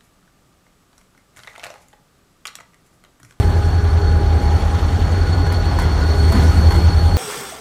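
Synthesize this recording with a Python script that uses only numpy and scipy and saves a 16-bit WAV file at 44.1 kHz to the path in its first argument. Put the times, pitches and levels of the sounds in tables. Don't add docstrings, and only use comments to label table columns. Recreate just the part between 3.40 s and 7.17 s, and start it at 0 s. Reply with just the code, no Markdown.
import sys
import numpy as np
from scipy import signal
from scipy.io import wavfile
from scipy.ndimage import uniform_filter1d

SR = 44100
rng = np.random.default_rng(int(sys.argv[2]) if len(sys.argv) > 2 else 0)


def persist_wave(psi):
    counts = np.round(np.clip(psi, -1, 1) * 32767).astype(np.int16)
    wavfile.write(sys.argv[1], SR, np.atleast_2d(counts).T)


def ratio(d):
    e = np.asarray(d, float) / 20
    return 10 ** e


N = 166257
t = np.arange(N) / SR

CRANK_HZ, START_TURN = 5.2078, .5907
SAG_HZ_PER_S, EASE_HZ_PER_S2 = .03152, .005515
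TURNS = START_TURN + CRANK_HZ * t - SAG_HZ_PER_S * t ** 2 / 2 + EASE_HZ_PER_S2 * t ** 3 / 3


def evened(x):
    return x / np.sqrt(np.mean(abs(x) ** 2) + 1e-20)


def read(points, hz):
    f, value = np.transpose(points)
    return np.interp(np.log(hz + 1), np.log(f + 1), value, -90, -90)


def curve(points):
    return ratio(np.interp(t, *np.transpose(points)))


def drift(width_hz):
    at = np.arange(-.4, N / SR + .1, 10 / SR)
    pole = np.exp(-np.pi * width_hz * 10 / SR)
    a, b = rng.standard_normal((len(at), 2)).T
    slow = signal.lfilter([1], [1, -2 * pole, pole * pole], a + 1j * b)
    return evened(np.interp(t, at, slow))


def near(share, leak=0):
    # time_s, nearness_db, air_leak_db
    running_gear = [(0, -44, 3.5), (.12, -47.5, 2.5), (.4, -48, -1.5), (.9, -47.5, -2), (1.2, -45, -1.5),
                    (2.05, -45.5, -4), (2.5, -43.5, -7), (2.85, -43.5, 0.5), (3.0, -39, -2.5),
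                    (3.16, -42, 1), (3.25, -42, -3), (3.77, -45, 2)]
    s, near_db, leak_db = np.transpose(running_gear)
    middle_db = -47
    return ratio(np.interp(t, s, share * (near_db - middle_db) + leak * leak_db))


def noise(shape, size, patchy_db, flicker_db):
    hop = size // 4
    frames, hz = N // hop + 5, np.fft.rfftfreq(size, 1 / SR)
    a, b, patches = rng.standard_normal((frames, len(hz), 3)).T
    flicker = evened(uniform_filter1d(rng.standard_normal(frames), size=3))
    patches = uniform_filter1d(patches, size=10, axis=0)
    patches = evened(uniform_filter1d(patches, size=10, axis=1))
    level_db = read(shape, hz)[:, None] + patchy_db * patches + flicker_db * flicker
    spectra = (a + 1j * b) * ratio(level_db)
    return evened(signal.istft(spectra, nperseg=size, noverlap=size - hop)[1][:N])


def tone(turns, width_hz, db, steady, follow):
    waver = steady + (1 - steady) * drift(width_hz)
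    return ratio(db) * near(follow) * (waver * np.exp(2j * np.pi * turns)).real


def exhaust():
    crank_orders = [8, 9, 10, 13, 14, 15, 16, 17, 18, 21, 29, 30, 31, 32, 33, 23, 53, 78, 79, 11, 12, 19]
    banks = [0, 0, 0, 1, 1, 0, -1, 0, 1, 1, 0, -1, 1, 0, 0, 0, 1, -1, 0, 1, 0, -1]
    # level_db, growth_db_per_s, echo_share (0-1), echo_cancels_s, beat_period_s
    orders = [(-31, 3, .58, 2.78, 6.25), (-26, -1, .37, .44, 3.57), (-32, -2, .79, .04, 4.17),
              (-33, 2, .6, 1.8, -2.5), (-46.5, 4.5, .59, .14, 1.14), (-19.2, .8, .48, 1.95, 2.45),
              (-30.5, .5, .85, 2.33, 2.4), (-21.8, .8, .6, 1.06, 1.53), (-34, -3, .88, 3.06, 3.12),
              (-32.5, .7, .6, 1.85, -4), (-44, 0, .97, .59, 3.12), (-33, -1.5, .5, .9, 3),
              (-53.5, 4.5, .95, .26, 1.67), (-45, 3.5, .57, 1.96, -6.25), (-47, 4, .4, .2, 1.67),
              (-40, 1, .5, .95, 2.4), (-43, -1, .1, 2.2, 3), (-38.5, -2, .2, 2.3, 4), (-39, -3, .2, 1.4, 3),
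              (-35, 0, .6, 1.15, 1.45), (-39, 1, .4, .4, 3.6), (-37, 0, .7, .7, 2.4)]
    # time_s, level_db
    stack = [(0, 2), (.3, -1), (.9, 0.5), (1.5, -1.1), (2.1, -0.3), (2.6, -0.6), (3.1, 0), (3.77, -0.9)]
    bank_turn = 1 / 3
    out = np.zeros(N)
    for k, bank, (db, growth_db, echo, null_s, beat_s) in zip(crank_orders, banks, orders):
        wall = echo * np.exp(2j * np.pi * (t - null_s) / beat_s)
        paths = 1 - wall + .1 * drift(3.0)
        pulse = np.exp(2j * np.pi * (k * TURNS + bank * bank_turn))
        out += np.sqrt(2) * ratio(db + growth_db * t) * (paths * pulse).real
    return out * curve(stack)


def frame_rumble():
    # pitch_hz, level_db (per Hz)
    rumble = [(20, -21), (34, -7), (58, 0), (80, -5), (110, -3), (165, -9), (220, -15), (300, -30)]
    return ratio(-26) * near(0.55) * noise(rumble, size=8192, patchy_db=-0.5, flicker_db=0.0)


def rolling_roar():
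    # pitch_hz, level_db (per Hz)
    roar = [(88, -9), (150, -14), (220, -4), (404, -6.5), (571, -11), (817, -9.5), (899, -13.5),
            (1470, -16), (2600, -32), (3380, -86), (5720, -120)]
    return ratio(-28) * near(0.48) * noise(roar, size=1024, patchy_db=1.53, flicker_db=0.17)


def air():
    # pitch_hz, level_db (per Hz)
    hiss = [(1500, -14.5), (2000, 1), (2600, -5), (3300, -1.5), (5000, -8.5), (5800, -7), (7000, -11),
            (9500, -37)]
    fizz = [(5500, -20), (7000, -7), (8500, -0.5), (9700, -4), (10600, -8.5), (13000, -9), (16000, -20)]
    return (ratio(-41.5) * near(0.96) * noise(hiss, size=512, patchy_db=1.62, flicker_db=1.18)
            + ratio(-52) * near(1.26, leak=0.89) * noise(fizz, size=512, patchy_db=2.4, flicker_db=.6))


def gear_mesh():
    # time_s, level_db
    mesh = [(0, -36), (.18, -33), (.38, -39), (.8, -33), (1.5, -35), (2.0, -39), (2.35, -36), (2.6, -43),
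            (2.85, -38), (3.1, -39), (3.22, -45), (3.32, -28), (3.42, -38), (3.77, -33)]
    mesh_order = 158.1
    swell = curve(mesh) * (1 + .1 * drift(6.0))
    return np.sqrt(2) * (swell * np.exp(2j * np.pi * mesh_order * TURNS)).real


def blower():
    lobe_orders = [78, 279.5, 282.4, 288.8]
    # width_hz, level_db, steady_share (0-1), nearness_share
    lobes = [(20.5, -37, 0.11, 0.085), (10, -43.5, 0.35, 0.25), (10, -44, 0.3, 0.4), (16, -46, 0.1, .1)]
    # time_s, level_db
    load = [(0, -3.5), (.55, 5), (1.0, -2), (1.5, -5), (1.9, 2.5), (2.4, 2), (2.55, -3), (2.65, 7),
            (3.15, 3), (3.3, -4), (3.45, 7), (3.7, -7)]
    return curve(load) * sum(tone(k * TURNS, *row) for k, row in zip(lobe_orders, lobes))


def fans():
    # pitch_hz, width_hz, level_db, steady_share (0-1), nearness_share
    fan_tones = [(1687, 130, -42.5, 0.08, -1), (2853, 91, -56, 0.14, 0.22), (5660, 360, -53.5, 0.12, 1)]
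    return sum(tone(hz * t, *row) for hz, *row in fan_tones)


def turbo():
    # time_s, level_db
    spin = [(0, -45.5), (.5, -44.5), (1.1, -45), (1.55, -46), (1.8, -41.5), (2.3, -40), (2.6, -38),
            (2.85, -36.5), (3.1, -38), (3.4, -36), (3.55, -38.5), (3.65, -36), (3.77, -35)]
    # width_hz, level_db
    overtones = [
        (125, 1),
        (120, -19),
        (120, -25),
    ]
    blade_hz, warble_hz, steady = 4380, 28, .4
    swell = curve(spin) * ratio(6.5)
    turns = blade_hz * t + np.cumsum(warble_hz * drift(90).real) / SR
    return swell * sum(tone((k + 1) * turns, width_hz, db, steady, 0)
                       for k, (width_hz, db) in enumerate(overtones))


def panel_rings():
    # start_s, length_s, level_db, pitch_hz
    flecks_table = [(.17, .07, -37, 1230), (1.15, 0.054, -35, 1335), (1.633, .06, -37, 1240),
                    (2.054, 0.055, -37, 1665), (2.1, 0.048, -37, 1785), (2.386, 0.032, -33, 987),
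                    (2.897, 0.051, -29, 662), (2.926, .06, -35, 1140), (2.93, 0.057, -34, 1760),
                    (3.093, .07, -32, 1270), (3.3, .06, -38, 1112)]
    out = np.zeros(N)
    for s, length, db, hz in flecks_table:
        swell = np.sin(np.pi * np.clip((t - s) / length, 0, 1))
        out += ratio(db) * swell * np.sin(2 * np.pi * hz * t)
    return out


def ticks():
    # start_s, level_db, length_s
    taps = [(.698, -56, .003), (2.0647, -53, .004), (2.123, -42, .009), (2.387, -44, .004),
            (2.398, -45, .004), (2.537, -53, .003), (2.7836, -51, .003), (2.9208, -39, .009),
            (3.0335, -44, .004), (3.043, -41, .002), (3.3079, -38, .004), (3.321, -42, .004),
            (3.3418, -48, .003)]
    # pitch_hz, level_db
    tick_spectrum = [(6000, -15), (9000, -5), (12500, 0), (15500, -12), (16000, -10)]
    gate = sum(ratio(db) * (t > s) * np.exp(-((t - s) / length) ** 2) for s, db, length in taps)
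    return gate * noise(tick_spectrum, size=256, patchy_db=0, flicker_db=0)


def squeaks():
    # start_s, length_s, level_db
    squeals = [
        (.96, .035, -59),
        (1.583, .035, -54),
    ]
    # pitch_hz, level_db
    partials = [(8000, -7), (13000, 0), (14800, -7)]
    gate = np.zeros(N)
    for s, length, db in squeals:
        gate += ratio(db) * np.clip(np.minimum(t - s, s + length - t) / .008, 0, 1)
    return gate * sum(ratio(db) * np.sin(2 * np.pi * hz * t) for hz, db in partials)


def clacks():
    # start_s, crack_db, ring_db, crack_length_s
    joints = [(1.015, -52, -31, .04), (1.385, -53, -29, .02), (2.063, -48, -31, .01),
              (2.1215, -41, -33, .009), (2.255, -52, -32, .012), (2.387, -38, -29, .006),
              (2.396, -42, -32, .007), (2.42, -43, -30, .005), (2.9215, -36, -27, .008),
              (2.95, -49, -28, .03), (3.033, -46, -35, .006), (3.3083, -42, -29, .004),
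              (3.3205, -42, -33, .005), (3.342, -45, -38, .005), (3.356, -47, -38, .012)]
    # pitch_hz, level_db
    crack_spectrum = [(500, -8), (2000, 6), (5000, 9), (9000, 5.5), (13000, 1), (16000, -8)]
    # pitch_hz, width_hz, level_db
    rail_modes = [(680, 120, -5), (980, 120, 0), (1500, 250, -5), (2050, 250, -6), (3300, 500, -10)]
    ring_t60_s, short_ring_t60_s, crack_tail_t60_s = 0.32, 0.032, 0.2
    crack, ring = np.zeros(N), np.zeros(N)
    for s, crack_db, ring_db, length in joints:
        u = np.maximum(t - s, 0)
        rise = np.minimum(u / 0.00047, 1)
        crack_tail = ratio(-3 - 60 * u / crack_tail_t60_s)
        crack += ratio(crack_db) * rise * (np.exp(-(u / length) ** 2) + crack_tail)
        decay = ratio(-60 * u / ring_t60_s) + 0.61 * ratio(-60 * u / short_ring_t60_s)
        ring += ratio(ring_db - 4.5) * rise * decay
    rail = sum(ratio(db) * (drift(width_hz) * np.exp(2j * np.pi * hz * t)).real
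               for hz, width_hz, db in rail_modes)
    grit = noise(crack_spectrum, size=256, patchy_db=0, flicker_db=0)
    return crack * grit + ring * evened(rail)


def truck_shudders():
    # start_s, length_s, level_db, pitch_hz
    thuds = [(1.949, 0.11, -23.5, 282), (2.9, 0.13, -20, 208), (2.447, 0.099, -25, 375),
             (2.95, 0.069, -14, 257.4), (2.974, 0.063, -22, 370), (3.035, 0.042, -25, 268.7),
             (3.054, 0.052, -27, 380), (3.155, 0.14, -23.5, 212), (3.273, 0.3, -22.5, 185),
             (3.36, 0.047, -18, 345), (2.93, .08, -21, 205), (2.96, .06, -25, 310), (2.39, .05, -22, 170)]
    shake = .7 + .35 * drift(40)
    out = np.zeros(N)
    for s, length, db, hz in thuds:
        swell = np.sin(np.pi * np.clip((t - s) / length, 0, 1) ** 0.58)
        out += ratio(db) * swell * (shake * np.exp(2j * np.pi * hz * t)).real
    return out


def knocks():
    # start_s, peak_db, pitch_hz
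    strikes = [(2.0655, -28, 1650), (2.1225, -29, 1500), (2.3878, -13.5, 980), (2.9225, -20, 680),
               (3.3085, -17, 1000)]
    t60_s, hold_s = .009, .002
    out = np.zeros(N)
    for s, db, hz in strikes:
        u = np.maximum(t - s, 0)
        fade = ratio(db - 60 * np.maximum(u - hold_s, 0) / t60_s)
        out -= fade * (np.sin(2 * np.pi * hz * u) + 0.35 * np.sin(2 * np.pi * 1.78 * hz * u))
    return out


def scene():
    engine = exhaust() + gear_mesh() + blower() + fans() + turbo()
    bed = frame_rumble() + rolling_roar() + air()
    metal = panel_rings() + ticks() + squeaks()
    track = clacks() + truck_shudders() + knocks()
    return (engine + bed + metal + track)[None]


def top_cut(x):
    return signal.sosfilt(signal.butter(12, 15710, fs=SR, output="sos"), x)


def record(dry):
    return top_cut(dry)


dry = scene()
out = record(dry)
persist_wave(out)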